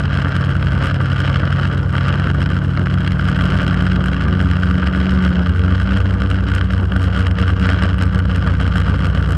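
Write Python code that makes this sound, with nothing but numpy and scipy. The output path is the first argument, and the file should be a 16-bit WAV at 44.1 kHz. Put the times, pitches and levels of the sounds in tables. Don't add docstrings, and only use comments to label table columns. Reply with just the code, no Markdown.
import sys
import numpy as np
from scipy import signal
from scipy.fft import rfft, irfft
from scipy.io import wavfile
from scipy.ndimage import uniform_filter1d

SR = 44100
rng = np.random.default_rng(int(sys.argv[2]) if len(sys.argv) > 2 else 0)


def to_wav(sig):
    pcm = np.clip(np.atleast_2d(sig), -1, 1) * 32767
    pcm = np.round(pcm).astype(np.int16)
    wavfile.write(sys.argv[1], SR, pcm.T)


def invert_db(level):
    return 10 ** (np.asarray(level, dtype=float) / 20)


N = 413216


def rotors():
    # time_s, then turns_per_s of rotors 1, 2, 3, 4
    speeds = [(0.0, 93.86, 82.71, 70.73, 65.66), (0.375, 94.2, 85.45, 66.48, 66.42),
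              (0.5, 95.05, 84.33, 68.09, 65.68), (1.0, 95.79, 85.01, 66.72, 65.58),
              (1.375, 95.95, 82.58, 68.44, 66.3), (1.625, 95.03, 87.42, 70.17, 67.8),
              (1.875, 95.54, 86.01, 66.44, 68.01), (2.375, 95.41, 86.53, 71.27, 68.81),
              (2.75, 95.33, 88.14, 68.01, 68.13), (3.125, 96.05, 89.43, 69.69, 67.92),
              (3.5, 96.72, 90.14, 71.02, 62.35), (3.75, 96.86, 89.4, 70.4, 63.12),
              (4.0, 92.77, 91.79, 70.98, 64.49), (4.625, 92.07, 90.57, 75.03, 71.03),
              (4.875, 93.99, 92.64, 76.41, 68.94), (5.125, 93.77, 93.45, 75.33, 68.52),
              (5.5, 89.43, 88.08, 80.05, 70.87), (5.875, 97.13, 94.59, 74.39, 64.57),
              (6.375, 97.14, 93.0, 73.28, 63.43), (7.25, 95.2, 90.8, 75.36, 66.72),
              (7.625, 94.87, 90.46, 76.13, 66.75), (7.875, 96.66, 90.54, 74.97, 66.02),
              (8.25, 94.8, 88.53, 72.74, 63.6), (9.37, 94.85, 86.69, 74.33, 63.74)]
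    # time_s, then for each rotor once_a_turn_db, twice_a_turn_db
    shaking = [(0.0, -22, -34.5, -25.5, -39.5, -37, -21.5, -27.5, -44),
               (0.4, -21.5, -31.5, -24.5, -25, -30, -20.5, -24.5, -36),
               (1.2, -20.5, -39.5, -25.5, -31.5, -34.5, -19, -26.5, -35),
               (4.0, -21, -35.5, -26, -19, -34, -22.5, -21, -40),
               (4.4, -21.5, -29, -22.5, -22.5, -25.4, -23.5, -20.5, -32),
               (5.2, -31, -46.5, -22, -16, -19.5, -36, -22, -26.5),
               (5.6, -19, -24, -19.5, -23.5, -24, -39.7, -19.5, -33.5),
               (6.4, -20, -33, -23, -27.5, -28, -34.5, -20.2, -45),
               (7.6, -19, -30.5, -20.5, -24.6, -23, -32.5, -21.5, -41),
               (9.37, -21, -32.5, -24.5, -26, -30.5, -23, -18.5, -36.5)]
    # time_s, then shift_radians of rotors 1, 2,
    # 3, 4
    frame_shifts = [(0.0, -2.4, -1.7, 3.0, 1.3), (4.6, -0.4, -2.1, 2.7, -0.8), (5.4, -1.3, 0.3, 2.7, -1.1),
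                    (9.37, -0.5, -0.6, 4.7, -3.2)]
    shifted_tone = [1, 0, 0, 1]

    angles = 2 * np.pi * np.cumsum(in_time(speeds), axis=1) / SR
    heights = np.sqrt(2) * invert_db(in_time(shaking))
    once_height, twice_height = heights[::2], heights[1::2]
    shifts = in_time(frame_shifts)
    twice_is_shifted = np.array(shifted_tone)[:, None]
    once = angles + shifts * (1 - twice_is_shifted)
    twice = 2 * angles + shifts * twice_is_shifted
    tones = np.sum(once_height * np.cos(once) + twice_height * np.cos(twice), axis=0)
    return tones + higher_orders(angles) + mixed_tones(once, once_height)


def higher_orders(angles):
    # rotor (counted from 0), order (tone cycles per turn), start_db, middle_db, end_db
    faint_tones = [(0, 3, -39.5, -42.5, -41.5), (0, 5, -57.5, -49, -43), (1, 3, -49.5, -35.5, -42.5),
                   (1, 4, -48, -39.5, -60), (3, 3, -47, -40.5, -35)]
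    out = np.zeros(N)
    for rotor, order, *levels_db in faint_tones:
        level_db = np.interp(np.arange(N), [0, N / 2, N], levels_db) + 2.0 * drift(3.4)
        out -= np.sqrt(2) * invert_db(level_db) * np.sin(order * angles[rotor])
    return out


def mixed_tones(once, once_height):
    # multiple of the speed of rotors 1, 2, 3, 4 (no unit),
    # gain_db (over the product of their shaking), sign (+1 or -1)
    mixes = [(1, 1, 0, 0, 5.0, -1), (2, -1, 0, 0, 21.0, -1), (-1, 1, 0, 1, 18.0, -1), (4, 1, 0, 0, 46.0, 1),
             (1, 2, 0, 0, 18.0, -1)]
    out = np.zeros(N)
    for *multiples, gain_db, sign in mixes:
        product = np.prod([once_height[k] ** abs(m) for k, m in enumerate(multiples)], axis=0)
        out += sign * invert_db(gain_db) * product * np.cos(np.dot(multiples, once))
    return out


def uneven_mount(shake):
    return shake - 0.7 * cut(shake ** 2, 60.0, "high")


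def rattle(shake):
    level_db, sharp_db = looseness(shake)
    low_swing = np.roll(cut(shake, 130.0, "low", order=1), -SR // 400)
    down = np.minimum(-rms_one(low_swing), 2.2)
    uneven = drift(60.0)
    ticks = contacts(900.0, 3.5, harder_db=4.0 * down + 3.3 * uneven)
    buzz = rms_one(rng.standard_normal(N) * invert_db(2.0 * down + 5.34 * drift(50.0)))
    hard = contacts(120.0, 2.3, harder_db=6.0 * down + 3.0 * uneven)

    dull_mix = ticks + invert_db(0.5) * cut(buzz, 1460.0, "low") + invert_db(-7.0) * hard
    sharp_mix = hard + invert_db(-14.5) * ticks
    body, edge = case([dull_mix, sharp_mix])
    body = cut(body, 6000.0, "low", order=4)
    edge = cut(edge, 6000.0, "high", order=4)
    return invert_db(level_db) * evened(body) + invert_db(sharp_db) * evened(edge)


def looseness(shake):
    # time_s, rattle_db, sharp_ticks_db,
    # share of the beat that both follow (0 to 1)
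    loose = [(0, -23.5, -56, 0.14), (1.0, -29.5, -61, .2), (2.0, -25.5, -58.5, .2), (2.35, -29, -60.5, .2),
             (3.6, -27, -55, .2), (4.3, -27, -62.5, 0.17), (4.5, -29.5, -59.5, 0.44),
             (5.1, -25.5, -60, 0.17), (5.95, -28, -62, 1), (6.1, -33, -62, .6), (6.55, -29.5, -60.5, 0.71),
             (6.85, -32, -61, .6), (7.0, -30, -63, 0.8), (7.6, -28.5, -61.5, .6), (8.3, -29, -61.5, 0.34),
             (9.37, -31, -58.5, 0.38)]
    level_db, sharp_db, share = in_time(loose)
    restless, flurry = drift(3.26), flurry_db()
    blades = cut(shake, 220.0, "high", order=4)

    beat_db = 1.5 * swing_db(shake, lead_s=0.035) + 0.5 * swing_db(blades, lead_s=0)
    level_db = level_db + share * beat_db + 2.27 * restless + 0.35 * flurry

    sharp_beat_db = 4 * swing_db(shake, lead_s=0.016)
    sharp_chance_db = 1.7 * (0.5 * restless + drift(19.0))
    sharp_db = sharp_db + share * sharp_beat_db + sharp_chance_db + flurry
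    return level_db, sharp_db


def flurry_db():
    # middle_s, rise_db
    flurries = [(.08, -17), (.36, 2.5), (.86, 13.5), (1.2, 7.5), (1.48, -7), (1.62, -0.5), (1.949, 11.5),
                (2.43, 4.5), (3.3, 7), (4.07, 10.5), (4.41, 7.5), (4.98, 8), (5.11, 11.5), (5.24, 14),
                (5.48, 2.5), (5.61, -0.5), (5.72, -4.5), (5.82, 8.5), (5.97, 16), (6.309, 9), (6.55, 19),
                (6.74, 5), (6.97, 13.5), (7.03, 13.5), (7.08, 0.5), (7.16, 7), (7.21, 8.5), (7.279, 9),
                (7.41, 9), (7.49, 11.5), (7.62, 12.5), (7.699, 11), (7.831, 6), (8.03, 18), (8.17, 17),
                (8.349, 12.5), (8.481, 4.5), (8.62, 9), (8.79, 11), (8.92, 4.5), (9.06, 11), (9.19, 6.5),
                (9.32, 18)]
    half_length_s = 0.017
    t = np.arange(N) / SR
    return sum(rise_db * np.exp(-0.5 * ((t - s) / half_length_s) ** 2) for s, rise_db in flurries)


def swing_db(shake, lead_s):
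    swing_s, usual_s = 0.04, 0.19
    power = uniform_filter1d(shake ** 2, round(swing_s * SR))
    power = uniform_filter1d(power, round(swing_s * SR / 2))
    usual = uniform_filter1d(power, round(usual_s * SR))
    wider_db = 10 * np.log10(power / usual + 0.026)
    return np.roll(wider_db, -round(lead_s * SR))


def contacts(per_s, spread_db, harder_db):
    sizes = invert_db(spread_db * np.minimum(rng.exponential(1, N), 4)) * rng.choice([-1, 1], N)
    happens = rng.random(N) < per_s / SR * invert_db(harder_db)
    return rms_one(sizes * invert_db(harder_db / 2) * happens)


def knocks():
    # start_s, strength_db,
    # brightness_db (treble against body, before a common lift)
    blows = [(0.6268, 8.5, -24), (0.8417, 5, -16.5), (1.278, -4, -33), (1.4762, -1, -33), (1.597, 1.5, -35),
             (1.953, 5, -25), (1.981, 6.5, -34), (2.198, -13, -26), (2.2724, 2.5, -22.5),
             (2.5766, -13, -34), (2.7739, 7, -31), (2.8693, 3.5, -34), (3.078, 6.5, -24.5),
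             (3.195, 3.5, -30.5), (3.6168, -2, -18.5), (4.0595, 3, -15.5), (4.403, 2, -32),
             (4.9343, -1, -29), (5.0668, 2.5, -33), (5.7806, -4, -25), (6.219, 6, -54), (6.302, -9, -6),
             (6.5175, 6.5, -23.5), (6.6115, 5, -55), (6.7024, -6.5, -27), (6.9203, 5, -23.5),
             (6.962, 3, -30), (7.267, 3, -35), (7.9832, 3, -19.5), (8.4740, 3.5, -24), (8.756, 6, -18.5),
             (9.174, 3.5, -28)]
    length = 300
    fade = np.exp(-np.arange(length) / (0.0014 * SR))
    bursts = rng.standard_normal((len(blows), length)) ** 3 * fade
    bursts[:, 0] = 5.3
    out = np.zeros((2, N))
    for (s, strength_db, bright_db), burst in zip(blows, bursts):
        i = min(round(s * SR), N - length)
        treble_db = strength_db + bright_db + 19.0
        out[:, i:i + length] += invert_db([[strength_db], [treble_db]]) * rms_one(burst)
    body, edge = case(out) * invert_db(-8.5)
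    return cut(body, 5000.0, "low") + cut(edge, 5000.0, "high")


def case(x, size=4096):
    # pitch_hz, width_hz, level_db
    resonances = [(275, 130, -4), (585, 370, -9), (910, 157, -13), (1183.4, 128, -2), (1479, 510, -0.5),
                  (1864, 1550, -12), (2680, 400, -19.5), (2944, 710, -10), (3227, 240, -11.5),
                  (3954, 920, -21.5), (4450, 220, -22), (4850, 370, -25), (5195, 840, -24),
                  (7000, 5500, -34), (8290, 910, -30), (11600, 3900, -35.5)]
    grid = np.fft.rfftfreq(size, 1 / SR)
    power = sum(invert_db(2 * level_db) / (1 + (2 * (grid - hz) / width) ** 2) ** 3
                for hz, width, level_db in resonances)
    cepstrum = irfft(np.log(power), size)
    cepstrum[0] /= 2
    cepstrum[size // 2:] = 0
    response = irfft(np.exp(rfft(cepstrum)), size)[:size // 2]
    return signal.oaconvolve(np.atleast_2d(x), response[None], axes=1)[:, :N]


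def air():
    # pitch_hz, level_db (per Hz)
    wash_colour = [(15, -26), (40, -20), (60, -3), (110, -4.5), (200, -1.5), (300, -14), (500, -14),
                   (800, -24), (1500, -19), (3000, -83)]
    # time_s, level_db
    buffet_levels = [(0, -41), (1.4, -46), (2.7, -44), (3.02, -37), (3.44, -46), (4.2, -42), (4.75, -50),
                     (5.0, -41), (5.5, -55), (5.97, -32), (6.1, -43), (7.44, -50), (8.0, -44), (9.37, -43)]
    wash = invert_db(-27.5 + 2.76 * drift(21.0)) * coloured(wash_colour)
    hiss = invert_db(-65.0) * rms_one(cut(rng.standard_normal(N), [2500.0, 8000.0], "band"))
    buffet = rms_one(cut(rng.standard_normal(N), [33.0, 55.0], "band"))
    return wash + hiss + invert_db(in_time(buffet_levels)[0]) * buffet


def coloured(spectrum):
    hz, level_db = np.transpose(spectrum)
    grid = np.fft.rfftfreq(N, 1 / SR) + 1
    gain = invert_db(np.interp(np.log(grid), np.log(hz), level_db))
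    return rms_one(irfft(rfft(rng.standard_normal(N)) * gain, N))


def drift(rate):
    r = np.exp(-2 * np.pi * rate / SR)
    wander = signal.lfilter([1], [1, -2 * r, r * r], rng.standard_normal(N + SR))
    return rms_one(wander[SR:])


def evened(x):
    return x / np.sqrt(uniform_filter1d(x ** 2, size=SR // 14) + 1e-3 * np.mean(x ** 2))


def rms_one(x):
    return x / np.sqrt(np.mean(x ** 2) + 1e-20)


def in_time(rows):
    s, *columns = np.transpose(rows)
    return np.array([np.interp(np.arange(N) / SR, s, c) for c in columns])


def cut(x, hz, kind, order=2):
    return signal.sosfilt(signal.butter(order, hz, kind, fs=SR, output="sos"), x)


def scene():
    shake = uneven_mount(rotors())
    return (shake + rattle(shake) + knocks() + air())[None]


def roll_off(x):
    return signal.sosfilt(signal.butter(12, 13290, fs=SR, output="sos"), x)


def record(dry):
    rounded = dry / (1 + (dry / 0.9) ** 6) ** (1 / 6)
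    mix = cut(rounded, 10650.0, "low", order=4)
    return roll_off(mix)


dry = scene()
out = record(dry)
to_wav(out)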